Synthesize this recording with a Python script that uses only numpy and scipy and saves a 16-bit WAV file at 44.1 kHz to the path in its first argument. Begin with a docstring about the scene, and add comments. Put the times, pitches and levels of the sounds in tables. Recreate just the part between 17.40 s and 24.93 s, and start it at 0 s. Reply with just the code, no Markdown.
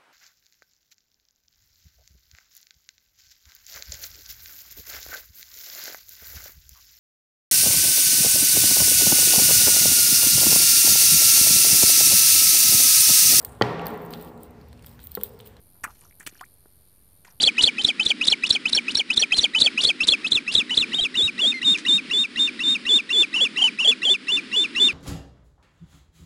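"""A large raptor on its nest whistles a long run of chirps; each climbs, breaks between registers and falls.
Its mate lands with a short peep and a scrape of sticks; far traffic hums and the slopes send back a faint echo.
Whistles are near sines on drawn pitch paths; breath, scrapes, traffic and echo are shaped noise.
A camera microphone changes the sample rate crudely, which mirrors every whistle."""
import sys
import numpy as np
from scipy import signal
from scipy.fft import rfft, irfft
from scipy.io import wavfile
from scipy.ndimage import uniform_filter1d

SR = 44100
rng = np.random.default_rng(int(sys.argv[2]) if len(sys.argv) > 2 else 0)


def store_wav(level_fs):
    """Save 16-bit WAV to argv[1]."""
    pcm = np.round(np.clip(np.atleast_2d(level_fs), -1, 1) * 32767)
    wavfile.write(sys.argv[1], SR, pcm.T.astype(np.int16))


N = 332073

# Chirps that crack between registers, most of them blown hard, a few softly; five groups each:
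# climb (onset_s, pickup_db, onset_db, shelf_hz, end_s, end_hz, end_db),
# squeak (top_s, top_hz, top_db, gap_hz, gap_db),
# plunge (start_s, start_hz, start_db, burst_s, burst_hz, burst_db),
# arch (crest_s, crest_hz, crest_db, leave_s, leave_db), fall (from_hz, break_s, break_db, end_s)
CRACKED_CHIRPS = [
    [(-0.03, -30, -20, 2800, 0.001, 2900, -24), (0.014, 4675, -14, 4750, -15),
     (0.029, 4790, -15, 0.041, 3445, -8), (0.058, 4535, -16, 0.072, -8), (4240, 0.086, -12, 0.1)],
    [(0.184, -21, -9, 2975, 0.207, 2870, -17), (0.223, 5010, -17, 4900, -16),
     (0.231, 4600, -14, 0.243, 3600, -6), (0.259, 4610, -15, 0.273, -10), (4370, 0.287, -13, 0.299)],
    [(0.386, -26, -16, 3125, 0.412, 3050, -23), (0.425, 5600, -26, 3700, -44),
     (0.443, 4565, -27, 0.45, 3670, -6), (0.468, 5400, -18, 0.486, -14), (4500, 0.5, -15, 0.514)],
    [(0.6, -34, -10, 3050, 0.626, 3065, -24), (0.645, 5400, -33, 3800, -46),
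     (0.659, 4500, -26, 0.666, 3550, -9), (0.686, 5750, -15, 0.702, -15), (4430, 0.713, -9, 0.725)],
    [(0.816, -28, -11, 2850, 0.834, 2900, -24), (0.857, 5600, -19, 3500, -36),
     (0.876, 4920, -16, 0.884, 3820, -7), (0.901, 5420, -12, 0.92, -10), (4030, 0.933, -11, 0.944)],
    [(1.04, -22, -10, 2800, 1.058, 2975, -27), (1.077, 5900, -20, 3500, -45),
     (1.101, 5050, -21, 1.109, 3950, -3), (1.128, 5520, -10, 1.148, -18), (4200, 1.16, -14, 1.173)],
    [(1.259, -34, -9, 2930, 1.279, 3065, -30), (1.298, 5600, -24, 5800, -52),
     (1.324, 5600, -41, 1.332, 4050, -9), (1.352, 5550, -2, 1.372, -13), (4165, 1.385, -12, 1.397)],
    [(1.485, -26, -13, 2800, 1.503, 2980, -30), (1.52, 5600, -23, 5900, -53),
     (1.547, 5900, -43, 1.554, 4100, -8), (1.576, 5520, -4, 1.593, -17), (4130, 1.607, -13, 1.619)],
    [(1.706, -28, -10, 2880, 1.729, 3070, -30), (1.743, 5400, -21, 3500, -48),
     (1.769, 4715, -26, 1.778, 3725, -7), (1.799, 5700, -3, 1.822, -12), (4210, 1.833, -11, 1.848)],
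    [(1.924, -21, -9, 3100, 1.943, 3185, -18), (1.945, 4285, -20, 4150, -22),
     (1.974, 4900, -20, 1.993, 3800, -6), (2.016, 5750, -10, 2.039, -11), (4335, 2.052, -10, 2.065)],
    [(2.152, -21, -11, 3000, 2.183, 3000, -19), (2.199, 5225, -21, 3840, -21),
     (2.208, 4850, -20, 2.221, 3750, -4), (2.24, 4530, -13, 2.259, -11), (4410, 2.272, -10, 2.287)],
    [(2.38, -28, -11, 2930, 2.402, 2800, -20), (2.431, 6600, -20, 3500, -18),
     (2.444, 4650, -15, 2.453, 3495, -8), (2.471, 4380, -13, 2.487, -14), (4350, 2.5, -10, 2.516)],
    [(2.608, -28, -11, 2680, 2.63, 2745, -21), (2.648, 5150, -16, 3700, -54),
     (2.68, 4750, -18, 2.69, 3520, -5), (2.709, 4260, -14, 2.719, -14), (4200, 2.734, -11, 2.753)],
    [(2.848, -34, -17, 2600, 2.862, 2600, -19), (2.885, 5000, -30, 3750, -52),
     (2.916, 4300, -25, 2.922, 3575, -7), (2.943, 4225, -24, 2.957, -14), (3650, 2.969, -16, 2.99)],
    [(3.081, -24, -16, 2780, 3.112, 2900, -28), (3.125, 4865, -23, 5100, -26),
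     (3.147, 4300, -22, 3.155, 3450, -8), (3.171, 4040, -17, 3.186, -15), (3680, 3.199, -15, 3.221)],
    [(3.305, -17, -18, 3050, 3.34, 2900, -21), (3.354, 4855, -26, 4950, -30),
     (3.367, 4900, -33, 3.378, 3495, -8), (3.398, 4155, -19, 3.412, -18), (3680, 3.422, -17, 3.444)],
    [(3.529, -19, -21, 2950, 3.544, 3080, -20), (3.548, 3650, -20, 3720, -24),
     (3.582, 3070, -22, 3.6, 3240, -13), (3.62, 3920, -20, 3.634, -18), (3750, 3.646, -17, 3.669)],
    [(6.17, -18, -18, 2750, 6.186, 2900, -18), (6.189, 3150, -18, 2950, -19),
     (6.218, 3150, -17, 6.229, 3150, -10), (6.252, 3020, -11, 6.262, -12), (2980, 6.27, -14, 6.292)],
    [(6.391, -28, -17, 2760, 6.413, 3020, -15), (6.415, 3030, -15, 2870, -20),
     (6.445, 3410, -16, 6.466, 3125, -12), (6.494, 3450, -10, 6.505, -15), (3430, 6.512, -14, 6.536)],
]
STRAIN_HZ = 4250   # above this pitch the voice is strained


def from_db(db):
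    """Amplitude gain is ten to the power of a twentieth of the decibels."""
    return 10 ** (np.asarray(db) / 20)


def at_hz(points, hz):
    """Spectrum level, interpolated straight on a logarithmic frequency axis."""
    table_hz, table_db = np.array(points).T
    return np.interp(np.log(hz), np.log(table_hz), table_db)


def coloured(x, spectrum):
    """Spectral shaping: each Fourier component is weighted by the spectrum; the result has rms 1."""
    hz = np.arange(1, len(x) // 2 + 2) * SR / len(x)
    out = irfft(rfft(x) * from_db(at_hz(spectrum, hz)), len(x))
    return out / np.sqrt(np.mean(out ** 2))


def wobble(rate_hz):
    """Random modulation: low-passed white noise of standard deviation 1."""
    low_pass = signal.butter(2, rate_hz, fs=SR, output="sos")
    slow = signal.sosfilt(low_pass, rng.standard_normal(N))
    return slow / np.std(slow)


def traffic():
    """Far traffic and air: broadband noise with a fixed spectrum and a slowly drifting level."""
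    # relative density of traffic and air: frequency_hz, level_db (per Hz)
    hum_spectrum = [(100, -33), (170, -10), (250, 0), (370, -8), (740, -32), (1300, -18), (2400, -13),
                    (5200, -21), (6100, -38)]
    level_db = -41 + 1.5 * wobble(4)
    return coloured(rng.standard_normal(N), hum_spectrum) * from_db(level_db)


def slopes(x):
    """Diffuse reverberation: ground and hillside act as exponentially decaying noise convolved with the sound."""
    level_db, t60_s = -36, .5
    tail = rng.standard_normal(SR) * from_db(-60 * np.arange(SR) / SR / t60_s)
    echo = signal.fftconvolve(x, tail / np.sqrt(np.sum(tail ** 2)))[:N]
    return from_db(level_db) * echo


def sticks():
    """Friction noise: claws on sticks give band-limited bursts that start at once and decay exponentially."""
    # scrapes at the landing: start_s, level_db (relative), decay_s
    scrapes = [(4.375, -30, .004), (4.384, -31, .014)]
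    t = np.arange(N) / SR
    envelope = sum(from_db(db) * (t > s) * np.exp(-np.abs(t - s) / decay_s) for s, db, decay_s in scrapes)
    band = signal.butter(2, [1600, 6000], "band", fs=SR, output="sos")
    return envelope * signal.sosfilt(band, 2 * rng.standard_normal(N))


def crackle():
    """Loss of periodicity: around each high plunge's start the strained voice splinters into fluttering noise."""
    # relative density of the hoarse noise: frequency_hz, level_db (per Hz)
    hoarse_spectrum = [(2300, -24), (3300, -3), (3800, 0), (4600, -4), (6000, -7), (8500, -9), (11000, -12)]
    level_db = -8   # against the effort at the plunge's start
    lead_s, stop_s, edge_s = .010, .003, .003   # before the start, before the burst, fade length
    t = np.arange(N) / SR
    envelope = np.zeros(N)
    for chirp in CRACKED_CHIRPS:
        start, start_hz, start_db, burst = chirp[2][:4]
        if start_hz > STRAIN_HZ:
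            gate = np.clip(np.minimum(t - start + lead_s, burst - stop_s - t) / edge_s, 0, 1)
            envelope += from_db(start_db + level_db) * gate
    return envelope * from_db(3 * wobble(150)) * coloured(rng.standard_normal(N), hoarse_spectrum)


def point(s, hz, db, next_hz):
    """Register break: the pitch jumps only if the next pitch lies over 0.05 away in log frequency."""
    return (s, hz, db, next_hz) if abs(np.log(next_hz / hz)) > .05 else (s, hz, db)


def landing_hz(drop, end):
    """Final glide: a longer last slide starts higher, up to a ceiling."""
    return min(2900, 2020 + 40000 * (end - drop))   # Hz, 40000 Hz per s


def last(drop, end):
    """End of the glide: a hasty slide ends lower."""
    return end, min(2330, 2080 + 11000 * (end - drop)), -21


def climb(on, pickup_db, on_db, shelf_hz, end, end_hz, end_db, hard):
    """Register shift: a low pick-up breaks upwards to a shelf; blown hard, it bursts in and steps up again."""
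    attack_s = .006 if hard else 0
    shelf_db = on_db + .33 * (end_db - on_db)
    if hard:
        rise = [(on, 2570, on_db), point(on + .006, min(2660, shelf_hz), shelf_db, shelf_hz)]
    else:
        rise = [(on + .009, shelf_hz, shelf_db)]
    return [(on - attack_s - .008, 1900, pickup_db),
            (on - attack_s, 2070, min(pickup_db, on_db), 2330 if hard else 2620),
            *rise,
            (end, end_hz, end_db)]


def plain(rise, hold, fall):
    """Sustained upper register: one leap, a sag and a crest; rows (s, pitch Hz, effort dB, leap Hz)."""
    *opening, shelf = climb(*rise, False)
    leap, sag, crest = hold[:1], hold[1:4], hold[4:]
    from_hz, drop, db, end = fall
    return opening + [shelf + leap, sag, crest,
                      (drop, from_hz, db, landing_hz(drop, end)), last(drop, end)]


def cracked(rise, squeak, plunge, arch, fall):
    """Unstable registers: a squeak, a gap, a plunge, a hiccup into an arch and a fall; rows as in plain."""
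    top, top_hz, top_db, gap_hz, gap_db = squeak
    start, start_hz, start_db, burst, burst_hz, burst_db = plunge
    crest, crest_hz, crest_db, leave, leave_db = arch
    from_hz, drop, db, end = fall
    hard = rise[2] > rise[1]   # onset stronger than pick-up
    high, strained = crest_hz > 5000, start_hz > STRAIN_HZ

    fade = min(.005, (start - top) / 3)
    bend = .07 if gap_hz < min(4050, top_hz) else 0   # a low gap sags in its middle
    gap = [point(top, top_hz, top_db, (1 + bend) * gap_hz),
           (top + fade, gap_hz, gap_db),
           (start - fade, (1 - bend) * gap_hz, gap_db),
           point(start, (1 + bend) * gap_hz, start_db, start_hz)]

    depth, hiccup_s = .95, .004   # pitch ratio of each sag, time between the hiccup's rows
    bottom = burst + .006
    hiccup_hz = min(4050, depth * crest_hz)
    hiccup_db = -21 if high else -11 if strained else crest_db
    hiccup_end = bottom + 2 * hiccup_s
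    hiccup = [(burst, burst_hz, burst_db),
              (bottom, min(3320, depth * burst_hz), -28, depth * hiccup_hz),
              (bottom + hiccup_s, hiccup_hz, hiccup_db),
              (hiccup_end, hiccup_hz, -21, crest_hz) if strained else (hiccup_end, crest_hz, crest_db)]

    # a high arch first steps down to 4530 Hz
    step = [(leave - .010, crest_hz, crest_db - 8, 4530)] if high else []
    landing = landing_hz(drop, end)
    descent = [(crest, crest_hz, crest_db), *step,
               point(leave, from_hz, leave_db, min(3530, from_hz)),
               point(drop, min(from_hz, 1.145 * landing), db, landing),
               last(drop, end)]
    return climb(*rise, hard) + gap + hiccup + descent


def voice(calls):
    """Whistle source and throat filter: a near sine with weak octave and breath falters at each register break."""
    # how well the throat passes a pitch: frequency_hz, level_db
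    throat = [(1800, -17), (2400, -4), (3000, -3), (3600, 0), (4300, -5), (4800, -11), (5400, -10),
              (6200, -25)]
    # second harmonic under the first: pitch_hz, level_db
    octave = [(1950, -1), (2300, -26), (2680, -14), (3100, -32), (3700, -44)]
    t = np.arange(N) / SR
    pitch, effort, falter = np.ones(N), np.zeros(N), np.zeros(N)
    for rows in calls:
        rows = sorted(rows)
        # a leap puts its second pitch one sample after the first
        leaps = [(r[0] + k / SR, hz) for r in rows for k, hz in enumerate(r[1::2])]
        s = [r[0] for r in rows]
        near = (t > s[0] - .01) & (t < s[-1] + .01)
        now = t[near]
        pitch[near] = np.interp(now, *np.transpose(leaps))
        fade = np.clip(np.minimum(now - s[0], s[-1] - now) / .004 + 1, 0, 1)
        effort[near] = fade * np.interp(now, s, from_db([r[2] for r in rows]))
        for r in rows:
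            if len(r) > 3:
                falter[near] += np.exp(-((now - r[0]) / .0018) ** 2)

    # tight membranes, weakly blown, flutter and leak
    strained = uniform_filter1d(1. * (pitch > STRAIN_HZ), size=500)
    weak = effort / (effort ** 2 + .07 ** 2) * .07 * strained

    jitter = (.002 + .06 * weak) * wobble(300)
    phase = 2 * np.pi * np.cumsum(pitch * (1 + jitter)) / SR
    tone = np.sqrt(2) * (np.sin(phase) + from_db(at_hz(octave, pitch)) * np.sin(2 * phase))
    tone *= from_db(at_hz(throat, pitch) + .9 * wobble(60))
    tone *= 1 - np.clip(.7 * falter, 0, 1)

    # the register just left rings on a moment and beats with the new one
    before = np.roll(pitch, round(.006 * SR))
    ringing = np.sin(2 * np.pi * np.cumsum(before) / SR)
    ringing *= .55 * np.roll(falter, round(.003 * SR)) * from_db(at_hz(throat, before))

    air = coloured(rng.standard_normal(N), [(10, -40), *throat])
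    breath = from_db(-32) * air
    rasp = from_db(-20.98 + 3 * wobble(90)) * weak * np.diff(air, prepend=0)   # differencing brightens it
    return effort * (tone + ringing + breath) + rasp


def scene():
    """Superposition: the birds, their echo and the traffic add linearly."""
    # the mate's peep: time_s, pitch_hz, effort_db
    mate_peep = [(4.142, 2130, -19), (4.192, 2030, -24)]
    # gentler chirps that leap once and hold, three groups each:
    # climb (onset_s, pickup_db, onset_db, shelf_hz, end_s, end_hz, end_db),
    # hold (leap_hz, sag_s, sag_hz, sag_db, crest_s, crest_hz, crest_db),
    # fall (from_hz, break_s, break_db, end_s)
    gentle_chirps = [
        [(3.752, -19, -20, 2890, 3.769, 2975, -20), (3780, 3.807, 3370, -16, 3.839, 3855, -17),
         (3710, 3.875, -19, 3.898)],
        [(3.989, -21, -18, 2800, 4.012, 3035, -21), (3585, 4.046, 3195, -15, 4.079, 3705, -16),
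         (3625, 4.118, -22, 4.136)],
        [(4.226, -14, -21, 2880, 4.244, 3005, -23), (3780, 4.282, 3600, -13, 4.328, 3720, -16),
         (3500, 4.343, -20, 4.365)],
        [(4.461, -13, -18, 2855, 4.48, 2950, -18), (3760, 4.507, 3520, -14, 4.551, 3725, -15),
         (3675, 4.579, -20, 4.599)],
        [(4.709, -17, -19, 2790, 4.733, 2925, -20), (3475, 4.766, 3475, -18, 4.8, 3700, -16),
         (3620, 4.837, -23, 4.858)],
        [(4.969, -13, -23, 2790, 4.991, 2900, -19), (3595, 5.005, 3620, -17, 5.021, 3650, -16),
         (3600, 5.072, -22, 5.094)],
        [(5.202, -16, -20, 2670, 5.233, 2930, -24), (3640, 5.262, 3560, -20, 5.307, 3700, -16),
         (3630, 5.346, -21, 5.368)],
        [(5.463, -15, -23, 2740, 5.489, 2950, -19), (3550, 5.514, 3420, -14, 5.567, 3680, -13),
         (3400, 5.584, -20, 5.607)],
        [(5.702, -17, -18, 2720, 5.727, 2900, -20), (3570, 5.758, 3420, -17, 5.812, 3605, -12),
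         (3360, 5.829, -15, 5.849)],
        [(5.939, -19, -16, 2680, 5.96, 2800, -16), (3075, 5.998, 2700, -22, 6.015, 3350, -13),
         (3485, 6.047, -16, 6.073)],
        [(6.628, -18, -19, 2760, 6.65, 2900, -17), (3535, 6.685, 3045, -14, 6.707, 3530, -12),
         (3505, 6.738, -17, 6.761)],
        [(6.881, -22, -19, 2700, 6.918, 3045, -18), (3470, 6.93, 3500, -18, 6.95, 3540, -18),
         (3570, 6.968, -19, 6.997)],
        [(7.125, -19, -23, 2750, 7.161, 3005, -17), (3420, 7.184, 3475, -16, 7.222, 3600, -18),
         (3550, 7.238, -20, 7.261)],
        [(7.36, -17, -18, 2700, 7.397, 2975, -19), (3500, 7.419, 3475, -13, 7.46, 3680, -14),
         (3495, 7.482, -16, 7.511)],
    ]
    background = traffic()
    calls = [cracked(*c) for c in CRACKED_CHIRPS] + [plain(*c) for c in gentle_chirps] + [mate_peep]
    birds = sticks() + crackle() + voice(calls)
    return (background + slopes(birds) + birds)[None]


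def record(dry):
    """Saturation and aliasing: peaks round lopsidedly; uneven sample picking puts mirror tones by each whistle."""
    capture_hz, stream_hz = 48000, 22050
    ceiling, lopsided = .9, .05
    rounded = ceiling * np.tanh((dry[0] + lopsided * dry[0] ** 2) / ceiling)
    captured = signal.resample_poly(rounded, capture_hz, SR)
    # each slow sample takes the captured one at or just before its time
    kept = captured[np.arange(N // 2) * capture_hz // stream_hz]
    # back to SR: zeros in between, then low-pass filters
    played = np.zeros(N)
    played[:N - 1:2] = 2 * kept
    played = signal.sosfilt(signal.butter(20, 11150, fs=SR, output="sos"), played)
    return signal.sosfilt(signal.cheby2(12, 70, 12000, fs=SR, output="sos"), played)[None]


dry = scene()
out = record(dry)
store_wav(out)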